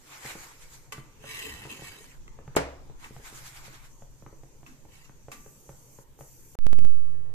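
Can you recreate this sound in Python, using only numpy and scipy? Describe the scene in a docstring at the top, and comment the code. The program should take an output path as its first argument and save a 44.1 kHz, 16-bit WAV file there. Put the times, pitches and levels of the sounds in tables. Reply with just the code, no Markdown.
"""Flatbread on an iron griddle

In a small kitchen a steel spatula rubs the crust, then taps and scrapes the iron so that its blade rings.
The bread is flipped and lands with a slap of trapped air. Dull bumps and spells of hiss fill the room.
After a short silence the microphone starts afresh over a mains hum; its right side sinks, snaps back
in steps and settles."""
import sys
import numpy as np
from scipy import signal
from scipy.io import wavfile
from scipy.ndimage import uniform_filter1d

SR = 44100
rng = np.random.default_rng(int(sys.argv[2]) if len(sys.argv) > 2 else 0)


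def to_wav(sig):
    """Store sig (one row per channel, or 1-D mono) as 16-bit WAV at the path in sys.argv[1].

    Samples outside -1..1 are clipped; the rate is SR.
    """
    pcm = np.clip(np.atleast_2d(sig), -1, 1) * 32767
    pcm = np.round(pcm).astype(np.int16)
    wavfile.write(sys.argv[1], SR, pcm.T)  # frames by channels


N = 323691
TIME = np.arange(N) / SR
STOP_S, START_S, SETTLE_S = 6.5555, 6.5886, 6.871  # the microphone cuts out, restarts, begins to settle
STEADY_TOP_HZ, TOP_HZ = 14350, 15250  # upper edge of the noises, and of the microphone
THUD_HZ, THUD_WIDTH_HZ = 131.5, 21.5  # the counter's low resonance


def gain_of(db):
    """Decibels to gain."""
    return 10 ** (np.asarray(db) / 20)


def unit_rms(x):
    """Scales to rms 1."""
    return x / np.sqrt(np.mean(x ** 2) + 1e-20)


def at_pitch(points, hz):
    """Reads rows of (Hz, value) along a log frequency axis."""
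    pitch, value = np.transpose(points)
    return np.interp(np.log(hz + 1), np.log(pitch + 1), value)


def envelope(curves, column=1):
    """Gain over time from curves of (seconds, dB), silent outside them."""
    gain = sum(gain_of(np.interp(TIME, c[0], c[column], -200, -200)) for c in map(np.transpose, curves))
    return uniform_filter1d(gain, size=300)


def strokes(rows, rise_db_per_s=345, fall_db_per_s=325):
    """One coarse gain curve for each row of (seconds, dB, hold seconds): rise, hold, fall."""
    t = np.arange(0, N + 100, 100) / SR
    return np.array([
        gain_of(db - rise_db_per_s * np.maximum(s - t, 0) - fall_db_per_s * np.maximum(t - s - hold, 0))
        for s, db, hold, *_ in rows])


def stretch(curve):
    """Stretches a coarse curve over all samples."""
    return np.interp(np.linspace(0, 1, N), np.linspace(0, 1, len(curve)), curve)


def wander(depth_db, size, passes=1):
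    """A gain that drifts at random, smoothed over size samples."""
    drift = rng.standard_normal(N)
    for _ in range(passes):
        drift = uniform_filter1d(drift, size=size)
    return gain_of(depth_db * unit_rms(drift))


def add(mix, start_s, sound):
    """Mixes a sound in at a time."""
    part = mix[..., round(start_s * SR):][..., :sound.shape[-1]]
    part += sound[..., :part.shape[-1]]


def resonate(x, hz, width_hz):
    """A resonance of peak gain 1."""
    return signal.lfilter(*signal.iirpeak(hz, hz / width_hz, SR), x)


def narrow_noise(hz, width_hz, length=N):
    """Noise passed twice through one resonance."""
    return unit_rms(resonate(resonate(rng.standard_normal(length), hz, width_hz), hz, width_hz))


def shelf(x, hz, gain):
    """Scales what lies above hz by a gain over time."""
    treble = signal.sosfiltfilt(signal.butter(3, hz, "high", fs=SR, output="sos"), x)
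    return x + (gain - 1) * treble


def grit(per_s, spread_db=3.0):
    """Tiny catches of uneven size, unlike at the two sides."""
    size = gain_of(spread_db * np.minimum(rng.exponential(1, (2, N)), 5))
    return unit_rms(size * rng.standard_normal((2, N)) * (rng.random((2, N)) < per_s / SR))


# How alike the microphone's two ports hear the room. Each row: pitch in Hz, likeness from 0 to 1.
PORT_LIKENESS = [(60, 0.86), (180, 1), (500, 0.92), (1500, 0.067), (5000, 0.16), (14000, 0.24)]
# Balance between the ports. Each row: pitch in Hz, left over right in dB.
PORT_BALANCE = [(60, 1), (130, 3), (290, -4), (640, -0.5), (1400, 1.5), (3080, -1.5), (6760, -1.5),
                (14800, 1)]
# Phase between the ports. Each row: pitch in Hz, lead of the left in radians.
PORT_LEAD = [(0, -2.5), (2670, 2), (4820, -2.5), (7320, -2), (9650, -16.5), (10900, -17), (11200, -21.5),
             (13400, -1), (15000, 13)]


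def noise(colour, patchy_db, size=512, t60=None, length=N):
    """Coloured noise at the two ports, with drifting patches; dies by band if t60 is given."""
    hop = size // 4
    frames, hz = length // hop + 5, np.fft.rfftfreq(size, 1 / SR)
    a, b, c, d, patches = rng.standard_normal((frames, len(hz), 5)).T
    patches = unit_rms(uniform_filter1d(uniform_filter1d(patches, size=7, axis=0), size=15, axis=1))
    hz = hz[:, None]
    likeness = np.clip(at_pitch(PORT_LIKENESS, hz), -1, 1)
    left, unrelated = a + 1j * b, c + 1j * d
    right = likeness * left * np.exp(-1j * at_pitch(PORT_LEAD, hz))
    right += np.sqrt(1 - likeness ** 2) * unrelated
    balance = gain_of(at_pitch(PORT_BALANCE, hz) / 2)
    spectra = np.array([left * balance, right / balance])
    spectra *= gain_of(at_pitch(colour, hz) + patchy_db * patches) * (hz < STEADY_TOP_HZ)
    if t60:
        spectra *= gain_of(-60 * np.arange(frames) * hop / SR / at_pitch(t60, hz))
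    return unit_rms(signal.istft(spectra, nperseg=size, noverlap=size - hop)[1][:, :length])


# Air all round the microphone. Each row: pitch in Hz, relative density in dB.
AIR_COLOUR = [(29, -35), (50, 1), (145, -14.5), (202, -13.5), (533, -14.5), (692, -26), (897, -16),
              (1140, -24.5), (3070, -30.5), (7370, -36.5), (10800, -49), (13300, -41), (14300, -41)]
# The air swells while the pan is worked. Each row: time in seconds, level in dB, hold in seconds.
AIR_SWELLS = [(0.29, -69, .02), (1.53, -53, 0.13), (2.65, -57.5, 0.029)]
# Rumble at the bottom of the room. Each row: pitch in Hz, relative density in dB.
RUMBLE_COLOUR = [(3, -0.5), (12, 5), (30, -7.5), (60, -15.5), (90, -56)]
# Its rise and fall. Each row: time in seconds, level in dB.
RUMBLE_LEVELS = [(0, -64), (.7, -51), (1.7, -65), (2.2, -48.5), (3.1, -49), (3.7, -54), (4.13, -51.5),
                 (5.1, -53.5), (5.5, -54), (5.9, -57), (6.56, -54.5)]


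def room_tone():
    """Swelling kitchen air, a drone at the counter's pitch and a deep rumble."""
    swells = stretch(strokes(AIR_SWELLS, rise_db_per_s=68, fall_db_per_s=51).sum(0))
    air = noise(AIR_COLOUR, 2.5, size=1024) * (gain_of(-61) + swells)
    drone = narrow_noise(THUD_HZ, width_hz=35) * gain_of(-63) * wander(1.5, size=8000, passes=2)
    rumble = noise(RUMBLE_COLOUR, 0, size=4096) * envelope([RUMBLE_LEVELS])
    return air + drone + rumble * wander(1.5, size=8000, passes=2)


# A thin hiss in the kitchen. Each row: pitch in Hz, relative density in dB.
HISS_COLOUR = [(1470, -20), (2500, -9), (4170, -27), (4290, -10), (4610, -6.5), (5340, -9), (5460, -2.5),
               (6090, 3), (7250, 2.5), (8830, -4.5), (9780, -3), (10600, -7.5), (12600, -1), (14300, -5)]
# Its spells. Each row: start and end in seconds, level in dB, treble lift in dB.
HISS_SPELLS = [(0, 2.2, -65.5, -5), (2.2, 3.1, -65.5, -11), (3.9, 5.9, -63.5, -5), (5.32, 6.035, -59, 0.5),
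               (6.189, 6.86, -59.5, 3.5)]


def hiss(burst_db=3.5, ease_s=0.083):
    """Finely sputtering hiss; each spell opens louder and eases."""
    level_db, treble_db = np.full(N, -71.5), np.full(N, 5)  # faint and bright between spells
    for start, end, db, lift_db in HISS_SPELLS:
        on = (TIME >= start) & (TIME < end)
        level_db = np.where(on, db + burst_db * np.exp(-abs(TIME - start) / ease_s), level_db)
        treble_db = np.where(on, lift_db, treble_db)
    sputter = noise(HISS_COLOUR, 1.9) * (1 + .2 * uniform_filter1d(abs(grit(1500)[0]), size=30))
    treble = gain_of(uniform_filter1d(treble_db, size=900))
    return shelf(sputter, 8100, treble) * gain_of(uniform_filter1d(level_db, size=900))


# Mains hum behind the restart. Each row: pitch in Hz, rms level in dB.
HUM_PARTIALS = [(102.3, -55.5), (306.8, -72.5), (452.2, -75.5), (899.0, -79), (1841, -84)]
# Air at the restarted microphone. 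Each row: pitch in Hz, relative density in dB.
RESTART_AIR_COLOUR = [(18, -49), (30, -8), (41, -23.5), (55, -16), (107, -22.5), (176, -35.5), (364, -36.5),
                      (497, -37.5), (1870, -50), (5440, -63), (6880, -59.5), (13200, -65), (15000, -80)]
# That air fading in. Each row: time in seconds, level in dB.
RESTART_AIR_LEVELS = [(6.59, -63), (6.86, -51.5), (7.34, -52.5)]


def hum_and_air():
    """A wavering mains hum and room air fade in as the microphone restarts."""
    hum = sum(np.sqrt(2) * gain_of(db) * np.sin(2 * np.pi * hz * TIME) for hz, db in HUM_PARTIALS)
    hum *= wander(2.5, size=1500) * np.clip((TIME - START_S) / 0.3, 0, 1)
    return hum + noise(RESTART_AIR_COLOUR, 2.4, size=1024) * envelope([RESTART_AIR_LEVELS])


# Jumps on the microphone's right side. Each row: time in seconds, step as a share of full scale.
RIGHT_SNAPS = [(6.5886, -.06), (6.6676, .17), (6.7311, .145), (6.7896, .066), (6.79, .065), (6.8506, .068)]
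# Soft pops on its left. Each row: centre in seconds, height as a share of full scale, length in ms.
LEFT_POPS = [(6.7498, -.026, 5), (6.7636, .028, 5), (6.8149, .03, 5), (6.8336, .033, 5), (7.03, .013, 60),
             (7.062, -.012, 30), (7.206, -.009, 20)]


def microphone_settling(sink_per_s=4.95, slowing_per_s2=5.85, tremble_hz=148):
    """The right side sinks ever more slowly, trembles, snaps and drains to zero; the left pops."""
    out = np.zeros((2, N))
    elapsed = np.clip(TIME, START_S, SETTLE_S) - START_S
    band = signal.butter(2, [tremble_hz / 8, tremble_hz], "band", fs=SR, output="sos")
    tremble = gain_of(-37) * unit_rms(signal.sosfilt(band, rng.standard_normal(N)))
    out[1] += tremble * elapsed / elapsed[-1] * np.clip((SETTLE_S - TIME) * 100, 0, 1)
    sag = slowing_per_s2 * elapsed ** 2 - sink_per_s * elapsed
    snaps = sum(step * (TIME >= s) for s, step in RIGHT_SNAPS)
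    out[1] += (sag + snaps) * np.exp(-np.maximum(TIME - SETTLE_S, 0) / 0.2)
    for s, height, ms in LEFT_POPS:
        add(out[0], s - ms / 2000, height * np.hanning(int(ms * SR / 1000)))
    return out


# The small kitchen's echo. Each row: pitch in Hz, seconds to fall 60 dB.
KITCHEN_DECAY = [(100, 0.062), (500, 0.34), (2000, 0.52), (6000, 0.22), (14000, 0.054)]


def kitchen_echo(x):
    """Nearby walls return a short tail that lasts longest in the mids."""
    tail = noise([(100, 0.38), (15000, -2.4)], 0, size=256, t60=KITCHEN_DECAY, length=SR // 2)
    tail[:, :90] = 0  # the first echo arrives after 2 ms
    return signal.fftconvolve(x.mean(0)[None], tail / np.linalg.norm(tail[0]), axes=1)[:, :N]


# Dull bumps near the middle of the stereo picture.
# Each row: start in seconds, level in dB, relative width of the pushes, thud share in dB.
DULL_BUMPS = [(0.247, -38.5, 1.5, 0), (0.35, -33.5, 1.3, -32), (0.978, -38.5, 1.13, 3.5),
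              (1.238, -38, 1.1, -2.5), (1.648, -38.5, 0.74, 0.5), (1.789, -44, 0.8, 4),
              (1.817, -37, 1.2, -2.5), (2.385, -39.5, 0.73, -14), (2.475, -41, 0.86, 5.5),
              (2.548, -33, 0.48, -6), (2.895, -43.5, 0.93, -4), (3.105, -42, 2.2, -2),
              (3.161, -41.5, 0.79, 4), (3.194, -38, 2.2, -14), (3.323, -44.5, 1.3, -2.5),
              (3.676, -44.5, 1.4, -1), (4.018, -42.5, 1.1, -2), (4.22, -43, 1.04, -5),
              (4.26, -38, 0.63, -2.5), (4.325, -41.5, 1.6, -13), (4.43, -43, 1.3, -3.5),
              (4.626, -41, 1.3, -5.5), (4.847, -41.5, 1.2, -14), (5.091, -45.5, 0.62, -1),
              (5.279, -37.5, 1.1, -3), (5.46, -41.5, 0.78, -7), (5.689, -37, 1.1, -2),
              (5.982, -42, 0.91, -5), (6.187, -44.5, 0.97, -3), (6.206, -37.5, 1.07, -0.5),
              (6.548, -42, 0.82, 2)]


def bumps(crunch_db=-15, crunch_t60=0.047):
    """Each bump is four quick inward pushes that soften, with a click, a rough crunch and a low thud."""
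    out, t = np.zeros((2, N)), np.arange(3000) / SR
    fade = 0.75 ** np.arange(4)[:, None]
    low_cut = signal.butter(1, 160, "high", fs=SR)
    crunch_band = signal.butter(2, [150, 1220], "band", fs=SR)
    for (s, db, width, thud_db), (*gaps, side) in zip(DULL_BUMPS, rng.random((len(DULL_BUMPS), 5))):
        push_s = 0.00294 + 0.002876 * np.cumsum(gaps)[:, None]
        width_s = 0.00035 * width / np.sqrt(fade)
        pushes = -(fade * np.exp(-((t - push_s) / width_s) ** 2)).sum(0)
        pushes = 1.48 * signal.lfilter(*low_cut, pushes)
        click = -5.0 * np.exp(-((t - push_s[0]) / .00012) ** 2)
        click *= gain_of(-15 + 0.87 * thud_db)  # heavier thuds click harder
        age = np.maximum(t - push_s[0], 0)
        crunch = unit_rms(signal.lfilter(*crunch_band, rng.standard_normal((2, len(t)))))
        crunch *= gain_of(crunch_db - 60 * age / crunch_t60) * (age > 0)
        thud = -gain_of(thud_db) * np.sin(2 * np.pi * THUD_HZ * age) * np.exp(-np.pi * THUD_WIDTH_HZ * age)
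        sides_db = np.array([[1.25], [-1.25]]) * (2 * side - 1)
        add(out, s, gain_of(db + sides_db) * (pushes + crunch + click + thud))
    return out


# Steel on crust, heard dry. Each row: pitch in Hz, relative density in dB.
CRUST_COLOUR = [(180, -61), (300, -8), (422, -16), (645, -12), (837, -3.5), (1320, -3.5), (1770, -4.5),
                (2260, -3), (2840, -9.5), (5720, -8), (7180, -4), (9320, -12.5), (13100, -12), (14700, -18)]
# Strokes over the bread.
# Each row: time of full pressure in seconds, level in dB, hold in seconds, treble lift in dB.
CRUST_STROKES = [(0.013, -64, 0.85, 2), (0.077, -56.5, 0.46, -3), (0.126, -47, 0.027, -8),
                 (0.262, -38, 0.051, -6.5), (0.402, -49, 0.041, -2.5), (0.624, -55, 0.0072, 1),
                 (0.735, -55, 0.017, 4), (0.968, -54.5, .02, 0), (1.037, -65, 0.23, -4),
                 (3.017, -63.5, 0.079, 2.5), (3.044, -48, 0.012, -6.5), (3.148, -58.5, 0.033, 0),
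                 (3.254, -64, 0.54, -0.5), (3.264, -44.5, 0.015, -2.5), (3.358, -49.5, 0.033, 1.5),
                 (3.465, -46, 0.017, 0), (3.569, -45, .01, -4), (3.66, -46, 0.0072, -4),
                 (3.745, -49, 0.0081, -8), (3.848, -52.5, 0.016, -3.5)]


def crust_rubs():
    """Crumbs break under the blade: a grainy wide hiss, brighter where the blade skims lightly."""
    crumbs = 1 + 0.49 * uniform_filter1d(abs(grit(3000)[0]), size=20)
    gains = strokes(CRUST_STROKES)
    pressure = gains.sum(0)
    treble = gain_of(np.transpose(CRUST_STROKES)[3]) @ gains / pressure
    grains = unit_rms(noise(CRUST_COLOUR, 1.9) * crumbs)
    return shelf(grains, 3800, stretch(treble)) * stretch(pressure)


# Modes of the steel blade.
# Each row: pitch in Hz, seconds to fall 60 dB, relative level in dB when rubbed and when struck.
BLADE_MODES = [(275, 0.26, 0, -23), (434.4, 0.17, 12.5, -8.5), (740, 0.11, -28, -34), (1060, 0.054, -3, -4),
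               (1167, 0.26, -6.5, -9), (1700, 0.02, -16, -32), (1900, 0.044, 4.5, -14),
               (2030, 0.27, -1.5, -15.5), (2247, 0.039, 1, -6.5), (2622, 0.055, 4.5, -1),
               (2766, 0.036, 1.5, -21), (3035, 0.082, 3.5, -10), (3550, 0.062, -7, -16),
               (3890, 0.063, -2, -17), (5010, 0.11, -5, -21), (6316, 0.04, 0, -11.5), (7460, 0.11, -5, -11),
               (7850, 0.23, -4, -24), (8800, 0.022, -4, -34), (10340, 0.022, -1, -67),
               (12200, 0.022, -5, -18)]
# Two slides of the edge across the iron, a list for each.
# Each row: time in seconds, relative ring level in dB, fizz level in dB, favoured pitch in Hz.
IRON_SLIDES = [
    [(1.19, -74, -77, 2350), (1.225, -61.5, -62, 2740), (1.3, -43.5, -49, 2310), (1.44, -43, -48.5, 2720),
     (1.6, -52.5, -54.5, 2130), (1.686, -57.5, -54, 2200), (1.7, -45.5, -49, 2560),
     (1.76, -52, -52.5, 2680), (1.83, -53, -54, 2520), (1.845, -47.5, -50.5, 2290),
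     (1.95, -57, -53.5, 2530), (2.18, -74, -61.5, 2000)],
    [(4.88, -76, -79, 2100), (4.928, -64, -60.5, 2180), (5.066, -68.5, -60, 2170), (5.12, -75, -85, 2110)],
]
# The edge bites and the low modes groan. Each row: time in seconds, relative level in dB, hold in seconds.
EDGE_BITES = [(1.234, -57, 0.087), (1.45, -49, 0.024), (1.686, -59, 0.014), (1.844, -61, .01),
              (1.98, -65.5, 0.039)]


def iron_scrapes():
    """Grit drives the blade's modes in uneven slips; as the grip shifts, those near one pitch stand out."""
    rows = np.concatenate(IRON_SLIDES)
    favoured_hz = np.interp(TIME, rows[:, 0], rows[:, 3])
    ringing, groaning = envelope(IRON_SLIDES), stretch(strokes(EDGE_BITES).sum(0))
    grips = unit_rms(uniform_filter1d(rng.standard_normal((len(BLADE_MODES), N // 441 + 2)), size=9))
    slips = wander(1.6, size=200)
    drive = signal.sosfilt(signal.butter(12, STEADY_TOP_HZ, fs=SR, output="sos"), grit(5000))
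    drive[1] += 0.49 * np.roll(drive[0], 6)  # the right port hears some of the left, just after
    ring = 0
    for (hz, t60, db, _), grip in zip(BLADE_MODES, grips):
        grip_db = 3.0 * np.interp(TIME * 100, np.arange(len(grip)), grip)
        favour_db = 4.5 * np.exp(-(np.log2(hz / favoured_hz) / 0.15) ** 2)
        contact = groaning if hz < 500 else ringing * gain_of(favour_db)
        width_hz = (2.6 + (hz / 3500) ** 2) / t60  # contact damps the ring, most in the treble
        ring += gain_of(db + grip_db) * contact * unit_rms(resonate(drive * slips, hz, width_hz))
    fizz = slips * noise(CRUST_COLOUR, 4.8) * envelope(IRON_SLIDES, column=2)
    return 0.31 * ring + fizz


# The blade strikes the griddle. Each row: start in seconds, level in dB, ring share in dB, seconds for
# the rattle to fall 60 dB, favoured pitch in Hz, share of the free ring time, shudder share in dB.
BLADE_TAPS = [(0.9215, -33.5, 2.5, 0.11, 2020, 0.81, -24.5), (1.697, -47.5, 6, 0.04, 2600, 0.74, -9),
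              (2.041, -42.5, -14, 0.037, 9000, .4, -29), (2.279, -40, 15.5, 0.0047, 2090, 0.062, -30),
              (2.998, -53, -5, .05, 1900, .3, -32), (3.0426, -47, 12, .04, 2500, 0.62, -21),
              (4.663, -53, 13.5, 0.45, 2100, 0.46, -6.5), (5.3158, -38.5, 1, 0.16, 1080, 0.95, -16.5)]


def blade_taps(tilt_db_per_octave=4.5, shudder_peak_s=0.033):
    """The blade rattles and rings, most near a pitch set by where it lands; the pan shudders."""
    out, t = np.zeros((2, N)), np.arange(SR // 4) / SR
    for s, db, ring_db, rattle_t60, favoured_hz, ring_share, shudder_db in BLADE_TAPS:
        shudder = gain_of(shudder_db) * narrow_noise(hz=252, width_hz=80, length=len(t))
        shudder *= t / shudder_peak_s * np.exp(1 - t / shudder_peak_s)
        rattle = noise(CRUST_COLOUR, 0.96, size=256, length=len(t)) * gain_of(-60 * t / rattle_t60)
        ring = 0
        for (hz, t60, _, struck_db), phase in zip(BLADE_MODES, rng.random((len(BLADE_MODES), 2, 1))):
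            mode_db = ring_db + struck_db - tilt_db_per_octave * abs(np.log2(hz / favoured_hz))
            ring += gain_of(mode_db - 60 * t / (t60 * ring_share)) * np.sin(2 * np.pi * (hz * t + phase))
        attack = np.minimum(t / 0.0021, 1)
        add(out, s, gain_of(db) * (0.7 * rattle + ring + shudder) * attack)
    return out


# Hiss of the bread's edge touching down. Each row: pitch in Hz, relative density in dB.
BREAD_EDGE_COLOUR = [(880, -51), (1500, -21.5), (5930, -4.5), (7560, 10), (10600, -16), (11900, -9),
                     (14000, -4)]
# The slap washing through the kitchen. Each row: pitch in Hz, relative density in dB.
WASH_COLOUR = [(24, -30), (40, -3), (169, -68), (221, -23), (270, -20), (355, -7), (490, 0), (1140, -9.5),
               (2220, -11), (3300, -21.5), (7680, -22), (12600, -31.5), (15000, -59.5)]
# The wash dying away. Each row: pitch in Hz, seconds to fall 60 dB.
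WASH_DECAY = [(100, 0.12), (500, 0.53), (2000, 0.41), (5000, 0.4), (9000, 0.26), (14000, 0.2)]
# Modes of the iron plate. Each row: pitch in Hz, level in dB, seconds to fall 60 dB.
GRIDDLE_MODES = [(68, -30, 0.58), (124, -27.5, 0.21), (169.7, -22.5, 0.16), (280.4, -31, 0.37),
                 (435, -15, 0.098), (504, -23, 0.14), (720, -47, .4), (844, -26, 0.18)]


def bread_slap(edge_s=2.5605, flat_s=2.5663):
    """The bread lands edge first, then squeezes out air in one pressure pulse; iron and kitchen answer."""
    out, t = np.zeros((2, N)), np.arange(SR) / SR
    pulse_time = t[:200] / .00022
    pulse = gain_of(-1) * pulse_time * (1 - pulse_time / 2.8) * np.exp(1 - pulse_time)
    add(out[0], flat_s, pulse)
    add(out[1], flat_s + .0003, .75 * pulse)  # later and softer at the right port
    add(out, edge_s, gain_of(-23.5) * noise(BREAD_EDGE_COLOUR, 0, size=256, length=300) * np.hanning(300))
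    wash = noise(WASH_COLOUR, 0.38, size=256, t60=WASH_DECAY, length=SR)
    onset = np.minimum(t / 0.002, 1) * (1 + 2.8 * np.exp(-t / 0.0097))
    add(out, flat_s, gain_of(-42.5) * wash * onset)
    port_delay_s = np.array([[0], [.0006]])  # the sides hear the plate out of step
    for hz, db, t60 in GRIDDLE_MODES:
        mode = np.sin(2 * np.pi * hz * (t - port_delay_s))
        attack = 1 - np.exp(-t * hz / 4.4)
        add(out, flat_s, gain_of(db - 60 * t / t60) * mode * attack)
    return out


def scene():
    """The cooking as the microphone hears it, a short silence, then the restart."""
    tapped, bumped = blade_taps(), bumps()
    echoes = kitchen_echo(gain_of(-8) * tapped + gain_of(-7.5) * bumped)
    cooking = tapped + bumped + echoes + crust_rubs() + iron_scrapes() + bread_slap()
    kitchen = cooking + hiss() + room_tone()
    cut_out = np.clip((STOP_S - TIME) * 1000, 0, 1)
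    restart = hum_and_air() + microphone_settling()
    return kitchen * cut_out + restart * (TIME >= START_S)


def record(dry):
    """The microphone's band ends steeply in the high treble."""
    low_pass = signal.firwin(511, TOP_HZ, window=("kaiser", 9), fs=SR)
    return signal.oaconvolve(dry, low_pass[None], "same")


dry = scene()
out = record(dry)
to_wav(out)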